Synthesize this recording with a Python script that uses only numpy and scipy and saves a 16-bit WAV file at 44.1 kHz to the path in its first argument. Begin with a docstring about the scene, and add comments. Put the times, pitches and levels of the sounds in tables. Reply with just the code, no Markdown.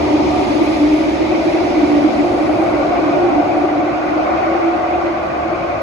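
"""Wheels humming on their track springs, heard inside a metro car slowing down in a tunnel.
Rough rails shake wheels, track and floor: noise through the resonances of each, with short sine throbs on top.
Behind them lie a rail note and roar, wheel whine, body drone and rumble, and air hissing past the door seals.
Two microphone ports a few centimetres apart hear the bass nearly alike and the high hiss with a short lag."""
import sys
import numpy as np
from scipy import signal
from scipy.fft import rfft, irfft, next_fast_len
from scipy.io import wavfile
from scipy.ndimage import uniform_filter1d, map_coordinates

SR = 44100
rng = np.random.default_rng(int(sys.argv[2]) if len(sys.argv) > 2 else 0)


def transcribe(u):
    """Save the signal u as a 16-bit wav file named by the first command-line argument.

    u: samples, shape (n,) or (channels, n), limited to [-1, 1]; the rate is SR.
    q: integer samples, one column per channel.
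    """
    v = np.clip(np.atleast_2d(u).T, -1, 1)
    q = np.round(v * 32767).astype(np.int16)
    wavfile.write(sys.argv[1], SR, q)


N = 256662  # samples, 5.82 s

# All levels are before the microphone; those of modes and spectra are relative within their table.

# Hum of the wheels on the track springs: t/s, lower hum f/Hz, lower hum level/dB, upper hum level/dB
HUM_TRACK = [(0, 301.8, -21, -21.5), (.5, 299.5, -21.5, -19.5), (1.05, 302.2, -19.5, -25.5),
             (1.2, 317.4, -17, -20.5), (1.6, 318.1, -20, -18.5), (1.8, 297.9, -21.5, -18.5),
             (2.2, 297.4, -16.5, -23), (2.6, 303.2, -22.5, -22), (3, 297.2, -22.5, -18.5),
             (3.35, 291.3, -22.5, -20), (3.8, 303, -24, -24), (4.25, 318.1, -20.5, -25.5),
             (4.7, 337, -25, -25.5), (5, 339.2, -30.5, -25), (5.35, 322.3, -25.5, -27),
             (5.82, 336.4, -30, -29.5)]
# Upper hum resonances: f/Hz, width/Hz, level/dB
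UPPER_HUM_MODES = [(347.8, 35, 1.5), (317, 36, -2.5)]
# Floor resonances: f/Hz, width/Hz, level/dB
FLOOR_MODES = [(231.4, 15, -0.36), (221, 11, -1.4), (269, 40, -0.25)]
# Floor level around its turning point: t/s, level/dB, slope before/(dB/s), fall after/(dB/s)
FLOOR_CREST = (1.5, -29, 1, 2)


def hum():
    """Wheelsets bounce on the track springs; the lower resonance wanders in pitch and fades as the car slows."""
    pitch_hz, low_db, high_db = curves(HUM_TRACK)
    skirt = amp(-3.5) * gliding(pitch_hz, width_hz=26.5)
    core = amp(-3.0) * gliding(pitch_hz, width_hz=6.2)
    lower = amp(low_db) * (skirt + core)
    upper = amp(high_db) * singing(UPPER_HUM_MODES, steep=3.0)
    floor = crest(*FLOOR_CREST) * singing(FLOOR_MODES, steep=2.6)
    return lower + upper + floor


# Strongest throbs of hum and roar: t/s, f/Hz, peak level/dB, length between the -4.8 dB points/s
THROB_EVENTS = [(0.146, 309, -12, 0.057), (0.283, 300, -12, 0.029), (0.512, 302, -10, 0.029),
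                (0.571, 309, -15.5, 0.044), (0.622, 305, -7.5, 0.017), (0.687, 305.5, -9.5, 0.039),
                (0.827, 298, -6, 0.051), (0.933, 305, -10, 0.056), (1.014, 305, -5.5, 0.022),
                (1.468, 314, -12, 0.034), (1.561, 325, -12, 0.031), (1.791, 306, -8, 0.028),
                (1.838, 298, -7, 0.021), (1.951, 296, -9, 0.1), (2.055, 305, -6.5, 0.025),
                (2.188, 291, -12, 0.031), (2.278, 351, -16.5, 0.11), (2.432, 310, -11, 0.028),
                (2.51, 307, -11, 0.068), (3.036, 314, -10, 0.024), (3.247, 349, -13.5, 0.069),
                (3.382, 299, -11, 0.029), (3.647, 348, -6, 0.0092), (3.778, 302, -11, 0.024),
                (2.561, 601, -20.5, 0.048), (2.614, 322, -11, 0.052), (2.72, 654, -19, 0.059),
                (3.4, 665, -17.5, 0.04), (2.749, 299, -16.5, 0.05), (3.867, 352, -13, 0.011),
                (4.122, 314, -14.5, 0.03), (4.196, 316, -15.5, 0.026), (4.668, 332.5, -16.5, 0.052),
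                (4.758, 329, -12.5, 0.017), (4.846, 355, -18, 0.011), (5.047, 339, -16, 0.039),
                (5.534, 357, -17, 0.034)]


def throbs():
    """Short sine swells, as narrow noise makes by chance; level and phase differ randomly at each port."""
    half = SR // 2
    t = np.arange(-half, half) / SR
    out = np.zeros((2, N + SR))  # half a second spare at both ends
    sides = np.array([[1], [-1]])  # left, right
    chances = rng.standard_normal((len(THROB_EVENTS), 3))
    for (s, hz, db, length), (start, shift, pan) in zip(THROB_EVENTS, chances):
        swell = amp(db - 4.8 * (2 * t / length) ** 2 + 1.2 * pan * sides)
        phase = 2 * np.pi * hz * t + 2 * np.pi * start + 0.3 * shift * sides
        at = round(s * SR)
        out[:, at:at + len(t)] += swell * np.sin(phase)
    return out[:, half:half + N]


# Passing resonances of rails and floor, one per level row below: f/Hz, width/Hz, level/dB
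PASSING_RESONANCES = [(384.6, 27.5, 0), (1203, 57, 0), (1454, 110, 0), (110, 8.2, 0)]
# Their levels: t/s of the crest, level/dB, rise before/(dB/s), fall after/(dB/s)
PASSING_CRESTS = [(0.37, -26, 2, 2.13), (0.56, -35, 3, 14), (3.76, -35, 3.5, 2.6), (2.1, -42, 2.5, 5.5)]


def passing():
    """Passing resonances of rails and floor; each swells to its crest time and fades."""
    pairs = zip(PASSING_CRESTS, PASSING_RESONANCES)
    return sum(crest(*level) * singing([mode], steep=2.7) for level, mode in pairs)


# Narrow rail note inside the roar: t/s, f/Hz, level/dB
RAIL_NOTE_TRACK = [(0, 745, -31.5), (.4, 735, -23), (.8, 715, -34.5), (2.6, 715, -32.5), (3.1, 705, -29),
                   (3.5, 722, -22), (3.95, 725, -29.5), (4.35, 724, -21.5), (4.7, 724, -27),
                   (4.9, 722, -18.5), (5.15, 722, -32), (5.42, 716, -23.5), (5.82, 720, -32.5)]


def rail_note():
    """A narrow rail resonance that drifts in pitch."""
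    hz, db = curves(RAIL_NOTE_TRACK)
    return amp(db) * gliding(hz, width_hz=14)


# Level of the rail roar: t/s, lower roar level/dB, upper roar level/dB, ring level/dB
ROAR_LEVELS = [(0, -21, -25, -32.5), (.8, -23, -32, -33.5), (1.5, -22, -25.5, -33.5),
               (2.3, -21.5, -24, -31), (2.8, -20.5, -23, -28.5), (3.5, -21.5, -20.5, -30),
               (3.9, -24, -24.5, -29), (4.4, -21, -22.5, -25.5), (5, -24, -24.5, -28),
               (5.82, -23, -29.5, -29)]
# Resonances of lower roar, upper roar, ring and shoulder: f/Hz, width/Hz, level/dB
LOW_ROAR_MODES = [(557, 45, -5), (624.3, 125, 1), (474, 100, -12.5)]
HIGH_ROAR_MODES = [(902, 160, -9), (730, 89, 1.5), (777, 52, -3)]
RING_MODES = [(1135, 200, 1.5), (1385, 450, -7)]
SHOULDER_MODES = [(873, 130, 1.9), (962, 33, -0.9)]
# Shoulder level around its turning point: t/s, level/dB, slope before/(dB/s), fall after/(dB/s)
SHOULDER_CREST = (0.27, -29, -0.5, 3)


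def roar():
    """The rails bend between their supports and radiate into the tunnel."""
    low_db, high_db, ring_db = curves(ROAR_LEVELS)
    low = amp(low_db) * patchy(singing(LOW_ROAR_MODES, steep=3.36), depth_db=1.2)
    high = amp(high_db) * patchy(singing(HIGH_ROAR_MODES, steep=3.6), depth_db=1.16)
    shoulder = crest(*SHOULDER_CREST) * patchy(singing(SHOULDER_MODES, steep=4.0), depth_db=1.5)
    ring = amp(ring_db) * patchy(singing(RING_MODES, steep=3.65), depth_db=2.0)
    return low + high + shoulder + ring


# Sounds of the car body: t/s, rumble level/dB, wheel whine level/dB
BODY_LEVELS = [(0, -31.5, -32.5), (.4, -33.5, -31.5), (1.9, -36.5, -32), (2.3, -34, -33.5),
               (3.1, -34, -32.5), (3.8, -36.5, -34), (4.6, -39.5, -31.5), (5.1, -38.5, -34.5),
               (5.82, -35.5, -34)]
# Resonances of wheel whine and floor rumble: f/Hz, width/Hz, level/dB
WHINE_MODES = [(2080, 390, -0.57), (2360, 390, -0.43)]
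RUMBLE_MODES = [(51.3, 14, -6), (86, 16, -4), (111.7, 14, 0), (140.6, 18, -2), (170, 23, -1.5)]


def whine_and_rumble():
    """Roughness heard through the wheels' high resonances and the floor's low ones."""
    rumble_db, whine_db = curves(BODY_LEVELS)
    whine = amp(whine_db) * patchy(singing(WHINE_MODES, steep=2.84), depth_db=2.5)
    return whine + amp(rumble_db) * singing(RUMBLE_MODES, steep=3.05)


# Lowest drone of the car body: t/s, f/Hz, level/dB
DRONE_TRACK = [(0, 72.05, -35.5), (.35, 72.07, -31.5), (1, 67, -37.5), (2, 65, -38), (3, 62, -40.5),
               (3.8, 63.9, -47), (4.4, 71.1, -41), (5.3, 73.7, -41), (5.82, 71.8, -39)]


def drone():
    """A narrow low resonance of the car body that drifts in pitch."""
    hz, db = curves(DRONE_TRACK)
    return amp(db) * gliding(hz, width_hz=13)


# Air at the door seals, dying as the car slows: t/s, door hiss level/dB, highest hiss relative to it/dB
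AIR_LEVELS = [(0, -36.5, -18), (.42, -35, -15.5), (1.26, -37.5, -16), (1.6, -36.5, -16.5), (2.1, -38, -16),
              (2.55, -40.5, -13.5), (3.1, -41, -18), (3.78, -44, -16.5), (4.28, -43, -19.5),
              (5.33, -45.5, -18), (5.82, -45.5, -18)]
# Spectra of door hiss and highest hiss: f/Hz, level per Hz/dB
HISS_SPECTRUM = [(1500, -23), (2800, 1.5), (4000, 0), (5200, -2.5), (7000, -12), (8000, -31), (9000, -61.5)]
TOP_HISS_SPECTRUM = [(6000, -30), (7300, 0), (8600, -1), (9200, -3), (9700, 0), (10700, -9), (11700, -14),
                     (12300, -20), (13000, -30), (15200, -30)]


def door_hiss():
    """Air rushing past the door seals makes broad noise; its highest part wanders a little more."""
    hiss_db, top_db = curves(AIR_LEVELS)
    hiss = patchy(field(lambda hz: amp(along(HISS_SPECTRUM, hz))), depth_db=1.85)
    top = patchy(field(lambda hz: amp(along(TOP_HISS_SPECTRUM, hz))), depth_db=2.0)
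    top_level_db = hiss_db + top_db + 0.63 * wobble(5.6)
    return amp(hiss_db) * hiss + amp(top_level_db) * top


# Faint high rustles: t/s, level/dB before the onset softens it, time to fall 60 dB/s
RUSTLE_EVENTS = [(.625, -52, .4), (.93, -57, .3)]


def rustles():
    """Short swells of noise around 10.5 kHz, each with a quick start and an exponential fall."""
    t = np.arange(N) / SR
    size = np.zeros(N)
    for s, db, t60 in RUSTLE_EVENTS:
        onset = 1 - np.exp(-np.maximum(t - s, 0) / .004)  # silent before s
        size += onset * amp(db - 60 * np.abs(t - s) / t60)
    return size * field(lambda hz: (hz / 10500) ** 6 / (1 + (hz / 10500) ** 12))


def amp(db):
    """Gain of a level in dB."""
    return 10 ** (np.asarray(db) / 20)


def unit(x):
    """Scaled to rms 1."""
    return x / np.sqrt(np.mean(x ** 2) + 1e-20)


def along(points, hz):
    """Value at hz between (Hz, value) points on a log axis."""
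    f, v = np.transpose(points)
    return np.interp(np.log(hz + 1), np.log(f + 1), v)


def curves(rows):
    """One value per sample for each column after the time."""
    s, *cols = np.transpose(rows)
    return [np.interp(np.arange(N) / SR, s, c) for c in cols]


def wobble(rate):
    """A smooth random curve, rate knots a second."""
    knots = rng.standard_normal(int(N * rate / SR) + 4)
    return map_coordinates(knots, [np.arange(N) * rate / SR])


DRIFT_DB, DRIFT_RATE = 1, 2.17  # chance wander: depth in dB, knots a second


def crest(s, db, rise, fall):
    """Gain in dB with one slope up to s and another after it, wandering a little by chance."""
    t = np.arange(N) / SR - s
    slope_db = np.where(t < 0, rise * t, -fall * t)
    return amp(db + slope_db + DRIFT_DB * wobble(DRIFT_RATE))


def filtered(x, response):
    """x shaped by a real or complex response of frequency."""
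    m = next_fast_len(N + 8192)
    return irfft(rfft(x, m) * response(np.fft.rfftfreq(m, 1 / SR)), m)[..., :N]


# How alike the two ports hear the noise: f/Hz, likeness/0-1
LIKENESS = [(30, 0.93), (130, 0.97), (250, 0.78), (420, 0.3), (560, 0.52), (1000, 0.11), (3000, 0.04),
            (5800, 0.28), (7000, 1), (8500, 1), (15000, 1)]


def field(gain):
    """Noise of rms 1 at both ports, partly shared between them, coloured by gain(Hz)."""
    def split(hz):
        turn = np.arccos(np.clip(along(LIKENESS, hz), 0, 1)) / 2
        return gain(hz) * [np.cos(turn), np.sin(turn)]

    both, apart = filtered(rng.standard_normal((2, N)), split)
    return unit(np.array([both + apart, both - apart]))


def singing(modes, steep):
    """Rail roughness heard through resonances whose skirts fall off with the power steep."""
    def gain(f):
        power = sum(amp(db) ** 2 / (1 + np.abs(2 * (f - hz) / w) ** steep) for hz, w, db in modes)
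        return np.sqrt(power)

    return field(gain)


def gliding(pitch_hz, width_hz):
    """A narrow band of noise carried along a moving pitch."""
    start = pitch_hz[0]
    band = signal.hilbert(singing([(start, width_hz, 0)], steep=3.25))
    glide = 2 * np.pi * np.cumsum(pitch_hz - start) / SR
    return (band * np.exp(1j * glide)).real


def patchy(x, depth_db):
    """Random swells, each under two hundred Hz wide and about 25 ms long."""
    z = signal.stft(x, nperseg=512)[2]
    spots = rng.standard_normal(z.shape[1:])
    spots = uniform_filter1d(spots, size=2, axis=0)  # across frequency
    spots = uniform_filter1d(spots, size=4, axis=1)  # across time
    return signal.istft(z * amp(depth_db * unit(spots)), nperseg=512)[1][:, :N]


def scene():
    """Everything heard in the car."""
    near = hum() + throbs() + passing() + rail_note() + roar()
    return near + whine_and_rumble() + drone() + door_hiss() + rustles()


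# Phase between the ports: f/Hz, left lead/rad
PORT_LEAD = [(30, 0.5), (300, -0.58), (1000, 1.35), (1900, -0.84), (2800, 3), (4000, -0.04), (5200, 3.5)]
# Level between the ports: f/Hz, left minus right level/dB
PORT_TILT = [(60, -2.7), (190, -1.5), (350, -.6), (700, 1), (1120, 1), (2500, -.5), (5200, -4), (7000, 0)]
HISS_LAG, IN_STEP_HZ = .000213, 6300  # s the left port lags in the high hiss; Hz where the ports agree


def ports(hz):
    """Phase and level of each microphone port: half the difference on each side."""
    lead = along(PORT_LEAD + [(IN_STEP_HZ, 2 * np.pi)], hz)  # a whole turn is in step
    lead = lead - 2 * np.pi * HISS_LAG * np.maximum(hz - IN_STEP_HZ, 0)
    left = amp(along(PORT_TILT, hz) / 2) * np.exp(.5j * lead)
    return np.array([left, 1 / left])


CEILING, KNEE = .95, 6  # soft top of the input stage: full-scale fraction, sharpness
TOP_HZ = 15250  # band limit


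def record(dry):
    """The two ports, a soft top on the highest peaks, then the band limit."""
    heard = filtered(dry, ports)
    rounded = heard / (1 + np.abs(heard / CEILING) ** KNEE) ** (1 / KNEE)
    return filtered(rounded, lambda hz: hz < TOP_HZ)


dry = scene()
out = record(dry)
transcribe(out)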